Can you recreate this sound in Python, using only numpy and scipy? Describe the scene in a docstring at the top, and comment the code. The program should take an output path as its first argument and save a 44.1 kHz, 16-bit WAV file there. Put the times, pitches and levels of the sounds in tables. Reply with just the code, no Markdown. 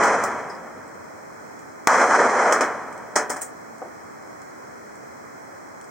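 """A pistol shot cracks close to the microphones on an outdoor gravel range, over the dying echo of an earlier shot.
The blast is a short pressure wave with gas noise; a dense roll of filtered noise comes back from the surroundings.
Noise bursts and decaying modes make the gun's action clack; small ticks, a light tinkle and a thud further off
are shorter bursts and pulses. Steady stereo hiss lies under it all; everything passes three narrow notches in
the upper mids and a broad dip near 12 kHz."""
import sys
import numpy as np
from scipy import signal
from scipy.fft import rfft, irfft
from scipy.io import wavfile

SR = 44100
rng = np.random.default_rng(int(sys.argv[2]) if len(sys.argv) > 2 else 0)


def dump(signal):
    """Clip the signal to [-1, 1] and save it as 16-bit WAV at the path in sys.argv[1]."""
    limited = np.clip(np.atleast_2d(signal).T, -1, 1)
    pcm = np.round(limited * 32767).astype(np.int16)
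    wavfile.write(sys.argv[1], SR, pcm)


N = 260190
TIME = np.arange(N) / SR  # seconds

# Colour of the hiss: (frequency [Hz], relative density [dB])
HISS_COLOUR = [(25, -53), (55, -19.5), (90, -6), (280, 0.5), (700, -0.5), (1400, -2), (2100, -6.5),
               (3000, -23.5), (5500, -16.5), (8000, -17.5), (11000, -23.5), (15000, -21.5)]
# Stereo width of the hiss: (frequency [Hz], side against mid [dB])
HISS_SIDE = [(40, -9.5), (300, 4.5), (1000, 3), (2000, -1.5), (15000, -1)]
# Stereo width of the other noise: (frequency [Hz], side against mid [dB])
ECHO_SIDE = [(60, -40), (400, -31), (1000, -14.5), (2000, -10), (6000, -6), (9000, -0.5), (15000, 4.5)]
# Rolling echoes of the earlier shot and of this one:
# (start [s], level [dB], treble level [dB], far tail level [dB])
ROLLING_ECHOES = [(-0.5, -18.5, -32.5, -34), (1.873, -19.5, -34, -34)]
# Colours of the roll's low, middle and treble parts: (frequency [Hz], relative density [dB])
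ROLL_BASS_COLOUR = [(40, -47), (90, -34.5), (160, -26.5), (225, -4.5), (310, -8.5), (450, 1), (640, 2.5),
                    (900, -15), (1600, -56)]
ROLL_BODY_COLOUR = [(120, -51), (550, -9.5), (740, 2), (890, 0), (945, 4), (1010, 1.5), (1400, 0),
                    (2000, -6.5), (2600, -17.5), (5000, -35.5), (9000, -57)]
ROLL_TREBLE_COLOUR = [(1500, -25), (3500, -9.5), (6000, 2.5), (8000, -2.5), (10000, -9.5), (15500, -58)]
# Louder echoes swelling out of the roll: (time [s], length [s], lift [dB], lift of the bass [dB])
SWELLS = [(.028, 0.059, 3, -1), (1.865, 0.185, 3.5, 3), (2.099, 0.069, 3.8, 1.5), (2.189, 0.088, 3, 7),
          (2.389, .11, 2, 2.5)]
# Dull thud and its echoes: (time [s], level before filtering and scaling [dB])
THUD_PULSES = [(3.8179, -24), (3.8220, -24), (3.826, -20.5), (3.8315, -33), (3.8460, -33), (3.8595, -30)]
# Light double tinkle: (time [s], level [dB])
TINKLE_TOUCHES = [(.4985, -41), (.5500, -54)]
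# Handling ticks: (time [s], level before the common trim [dB])
HANDLING_TICKS = [(0.8779, -46), (1.592, -41), (2.927, -39.5), (2.9783, -44), (3.782, -44), (4.4178, -42),
                  (4.9551, -45), (5.8124, -40), (5.8426, -43)]
# Clacks of the action, levels before the layer trims:
# (time [s], body level [dB], metal level [dB], sizzle level [dB], lead of the first contact [s])
ACTION_CLACKS = [(0.036, -14.5, -24.5, -29, 0.0014), (0.238, -23, -28.5, -25.5, 0.00085),
                 (2.5243, -11.5, -17.5, -23, 0.002), (2.6095, -12, -21, -38, 0.0015),
                 (3.1602, -10.5, -12.5, -22, 0.0034), (3.3014, -21, -24, -20.5, 0.0051),
                 (3.366, -35.5, -37, -36, 0.0039), (3.4175, -49, -40, -19.5, 0.0048)]
# Colours of the clack layers: (frequency [Hz], relative density [dB])
BODY_COLOUR = [(50, -39), (140, -40), (240, -2.5), (800, 2.5), (1800, 1), (2600, -14), (5000, -26),
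               (10000, -33)]
METAL_COLOUR = [(1000, -4.5), (3500, -12.5), (5500, 6), (8000, 1.5), (10000, -5.5), (15000, -30)]
SIZZLE_COLOUR = [(5000, -19), (7000, -1), (8500, 4), (10000, -4), (13000, -9), (15500, -9)]
# Modes of the gun's hollow body and of its bright steel: (frequency [Hz], relative level [dB], t60 [s])
HOLLOW_MODES = [(441, -7, 0.87), (573, -7, 0.23), (600, -1.5, 0.38), (745, -6, 0.79), (982, -5.5, 0.63),
                (1260, -1, 0.29), (1294, 1, 0.27), (1494, -9, 0.49), (1720, -3, 0.31)]
BRIGHT_MODES = [(5500, -5, 0.16), (5880, -2, 0.17), (5960, -10, .16), (6570, -10, .12), (6800, -1, 0.15),
                (8000, -4, .13), (8490, -5, .13)]
# Hard snaps within the roll and the clacks: (time [s], level before filtering [dB], wave length [s])
HARD_SNAPS = [(2.2010, -7, .0014), (2.5242, 0, .0006), (2.6085, -5, .0008), (2.6355, -8, .0008)]
# The blast: (time [s], level before filtering [dB], wave length [s])
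MUZZLE_BLAST = (1.8721, 2.2, .00085)
# Three narrow notches in the upper mids and a broad dip near 12 kHz: (centre [Hz], width of one pass [Hz])
SPECTRAL_DIPS = [(2770, 370), (3690, 490), (4610, 327), (11800, 5070)]

# A roll stays nearly level for the hold time, then falls; the far tail outlasts it.
HOLD_S, SAG_DB_PER_S, FALL_DB_PER_S, TAIL_DB_PER_S = 0.64, 1.25, 48.5, 19
# Air takes the treble over distance, more so once the roll falls.
TREBLE_LOSS_DB_PER_S, TREBLE_FALL_DB_PER_S = 5, 7
# The bass starts below the body, builds up and lingers.
BASS_DB, BASS_RISE_S, BASS_LINGER_DB_PER_S = -6, 0.017, 5.5
# The very top survives only in the first, nearest reflections.
FIZZ_DB, FIZZ_LOSS_DB_PER_S = -24, 50
SWELL_EDGE_S = 0.012


def undb(db):
    """Decibels to gain."""
    return 10 ** (np.asarray(db) / 20)


def gains(points):
    """Gain at every transform bin, from (frequency [Hz], level [dB]) points on a log frequency axis."""
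    hz, db = np.transpose(points)
    bin_hz = np.arange(N // 2 + 1) * SR / N
    return undb(np.interp(np.log(bin_hz + 1), np.log(hz), db))


def noise(colour, width):
    """Coloured stereo noise: a mid of unit rms, plus and minus an independent side."""
    mid, side = irfft(rfft(rng.standard_normal((2, N))) * gains(colour), N)
    side = irfft(rfft(side) * gains(width), N)
    return np.array([mid + side, mid - side]) / mid.std()


def walk(rate_hz):
    """Smooth random wander with a spread near one."""
    steps = rng.standard_normal(N // 20)
    return np.interp(TIME * rate_hz, np.arange(len(steps)), steps)


def decay(start, t60):
    """Envelope that jumps to one and dies away by 60 dB in t60 seconds, down to a floor at -120 dB."""
    age = TIME - start
    return (age >= 0) * np.exp(-np.log(1000) * np.clip(age / t60, 0, 2))


def band(x, lo_hz, hi_hz, order=2):
    """Causal band-pass."""
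    sections = signal.butter(order, [lo_hz, hi_hz], "band", fs=SR, output="sos")
    return signal.sosfilt(sections, x)


def shock(start, length):
    """A jump to overpressure that swings straight into suction."""
    age = np.maximum(TIME - start, 0) / length
    return (age > 0) * (age < 1) * (1 - 2 * age)


def hiss():
    """Steady outdoor air and microphone noise, wide and a little stronger on the right."""
    balance_db = np.array([[-0.45], [0.45]])  # left, right
    return undb(-44 + 0.33 * walk(5.3) + balance_db) * noise(HISS_COLOUR, HISS_SIDE)


def rumble():
    """Low noise from far away that dies slowly, from the earlier shot and from this one."""
    env = undb(-42) * decay(0, 4.9) + undb(-47.5) * decay(MUZZLE_BLAST[0], 10.6)
    colour = [(30, -19), (60, -7), (95, 3), (150, 4.5), (230, 10), (320, 4), (900, -37)]
    return env * noise(colour, ECHO_SIDE)


def swells():
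    """Lift (dB) of the roll's body and treble, and of its bass, while a broad surface throws the blast back."""
    lifts = 0
    for start, length, lift_db, bass_lift_db in SWELLS:
        to_edge = np.minimum(TIME - start, start + length - TIME)
        gate = np.clip(to_edge / SWELL_EDGE_S + 0.5, 0, 1)
        lifts = lifts + np.outer([lift_db, bass_lift_db], gate)
    return lifts


def roll(start, level_db, treble_level_db, tail_db):
    """Countless reflections of a blast, as noise that comes in clumps and loses treble with distance."""
    age = np.maximum(TIME - start, 0)
    late = np.maximum(age - HOLD_S, 0)
    near = undb(level_db - SAG_DB_PER_S * age - FALL_DB_PER_S * late)
    far = undb(tail_db - TAIL_DB_PER_S * late)
    env = np.hypot(near, far)
    lift_db, bass_lift_db = swells()

    body = undb(lift_db) * noise(ROLL_BODY_COLOUR, ECHO_SIDE)

    bass_db = BASS_DB + bass_lift_db + BASS_LINGER_DB_PER_S * late
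    build_up = 1 - np.exp(-age / BASS_RISE_S)
    bass = undb(bass_db + 0.58 * walk(40)) * build_up * noise(ROLL_BASS_COLOUR, ECHO_SIDE)

    air_loss_db = TREBLE_LOSS_DB_PER_S * age + TREBLE_FALL_DB_PER_S * late
    treble_db = treble_level_db - level_db + lift_db - air_loss_db
    treble = undb(treble_db) * noise(ROLL_TREBLE_COLOUR, ECHO_SIDE)

    fizz_colour = [(5000, -40), (10000, -4), (15000, 1)]
    fizz = undb(FIZZ_DB - FIZZ_LOSS_DB_PER_S * age) * noise(fizz_colour, ECHO_SIDE)

    clumps = undb(walk(60) + 0.2 * walk(250))
    return (TIME > start) * env * clumps * (bass + body + treble + fizz)


def thud():
    """Soft pressure pulses in quick succession further off, with a short dull tail."""
    pulses = band(sum(undb(db) * shock(s, 0.0013) for s, db in THUD_PULSES), 370, 1100)
    # the loudest table level sets the peak of the whole group
    pulses *= undb(max(db for _, db in THUD_PULSES)) / np.abs(pulses).max()
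    colour = [(150, -41), (340, 2.5), (700, 3), (1300, -7), (3000, -44)]
    tail = noise(colour, ECHO_SIDE) * decay(THUD_PULSES[0][0], 0.35)
    return undb(-35) * tail - pulses


def tinkle():
    """A small piece of metal touches down twice: narrow bright noise that dies quickly."""
    env = sum(undb(db) * decay(s, 0.15) for s, db in TINKLE_TOUCHES)
    colour = [(4300, -33), (5000, 2), (5300, -2), (5900, -20), (9000, -15), (15000, -40)]
    return env * noise(colour, ECHO_SIDE)


def ticks():
    """Faint clicks of the gun being handled: a short noise burst with a weaker, longer tail."""
    env = sum(undb(db) * (decay(s, 0.0092) + undb(-10.5) * decay(s, 0.13)) for s, db in HANDLING_TICKS)
    colour = [(3000, -6), (6000, -3), (8000, 6), (11000, -7), (15000, -17)]
    return undb(-0.5) * env * noise(colour, ECHO_SIDE)


def strike(start, lead, t60):
    """Envelope of a light first contact, the full blow, and their scatter from nearby surfaces."""
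    contacts = undb(-4) * decay(start - lead, 0.014) + undb(-2) * decay(start, 0.011)
    scatter = decay(start, t60) + undb(-12) * decay(start - lead, t60)
    return contacts + scatter


def ring(modes, blows, spread):
    """Each blow (s, dB) rings the modes for up to a second; phases differ by spread (rad) between microphones."""
    out, age = np.zeros((2, N)), TIME[:SR]
    for start, blow_db in blows:
        at = int(start * SR)
        for hz, mode_db, t60 in modes:
            phase = rng.uniform(0, 2 * np.pi) + spread * rng.standard_normal((2, 1))
            fade = np.exp(-np.log(1000) * age / t60)
            out[:, at:at + SR] += undb(blow_db + mode_db) * fade * np.sin(2 * np.pi * hz * age + phase)
    return out


def action():
    """Steel parts hit their stops: a hollow ringing body, a bright metal clash and a short sizzle."""
    body = sum(undb(db) * strike(s, lead, 0.34) for s, db, _, _, lead in ACTION_CLACKS)
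    metal = sum(undb(db) * strike(s, lead, 0.17) for s, _, db, _, lead in ACTION_CLACKS)
    sizzle = sum(undb(db) * strike(s, lead, 0.17) for s, _, _, db, lead in ACTION_CLACKS)
    layers = [(body, BODY_COLOUR, -8), (metal, METAL_COLOUR, -7), (sizzle, SIZZLE_COLOUR, -7)]
    clash = sum(undb(trim_db) * env * noise(colour, ECHO_SIDE) for env, colour, trim_db in layers)
    clash = undb(0.44 * walk(500)) * clash  # fine grain

    hollow = ring(HOLLOW_MODES, [(s, db) for s, db, *_ in ACTION_CLACKS], spread=0.45)
    bright = ring(BRIGHT_MODES, [(s, db) for s, _, db, *_ in ACTION_CLACKS], spread=0.63)
    ringing = undb(-14.5) * hollow + undb(-20) * bright
    return band(clash + ringing, 205, 19000)  # keeps the grain's low spill out of the clacks


def snaps():
    """Single hard pressure waves, rounded off by distance."""
    return band(sum(undb(db) * shock(s, length) for s, db, length in HARD_SNAPS), 300, 3500)


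def blast():
    """A steep pressure wave and its ground reflection, with a spit of gas and a low push."""
    start, level_db, length = MUZZLE_BLAST
    wave = 0.65 * shock(start, length) + shock(start + 0.0009, length)
    gas_colour = [(600, 2), (2000, -8), (6000, -4), (15000, -5)]
    gas = band(noise(gas_colour, ECHO_SIDE) * decay(start, 0.021), 600, 13000)
    push = undb(-18) * band(decay(start, 0.004), 35, 240, order=1)
    return undb(level_db) * band(wave, 150, 8000, order=1) + undb(-7) * gas + push


def scene():
    """Everything that reaches the two microphones, from the background to the shot."""
    echoes = rumble() + sum(roll(*row) for row in ROLLING_ECHOES)
    small_sounds = thud() + tinkle() + ticks() + action()
    return hiss() + echoes + small_sounds + snaps() + blast()


def record(dry):
    """Three narrow upper-mid notches and a broad dip near 12 kHz, clipping at full scale, a steep top cut."""
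    for hz, width_hz in SPECTRAL_DIPS:
        dip = signal.iirnotch(hz, hz / width_hz, fs=SR)
        dry = signal.lfilter(*dip, signal.lfilter(*dip, dry))  # two passes
    clipped = np.clip(dry, -1, 1)
    top_cut = signal.ellip(10, 0.2, 70, 16100, fs=SR, output="sos")  # ripple dB, stop dB, edge Hz
    return signal.sosfilt(top_cut, clipped)


dry = scene()
out = record(dry)
dump(out)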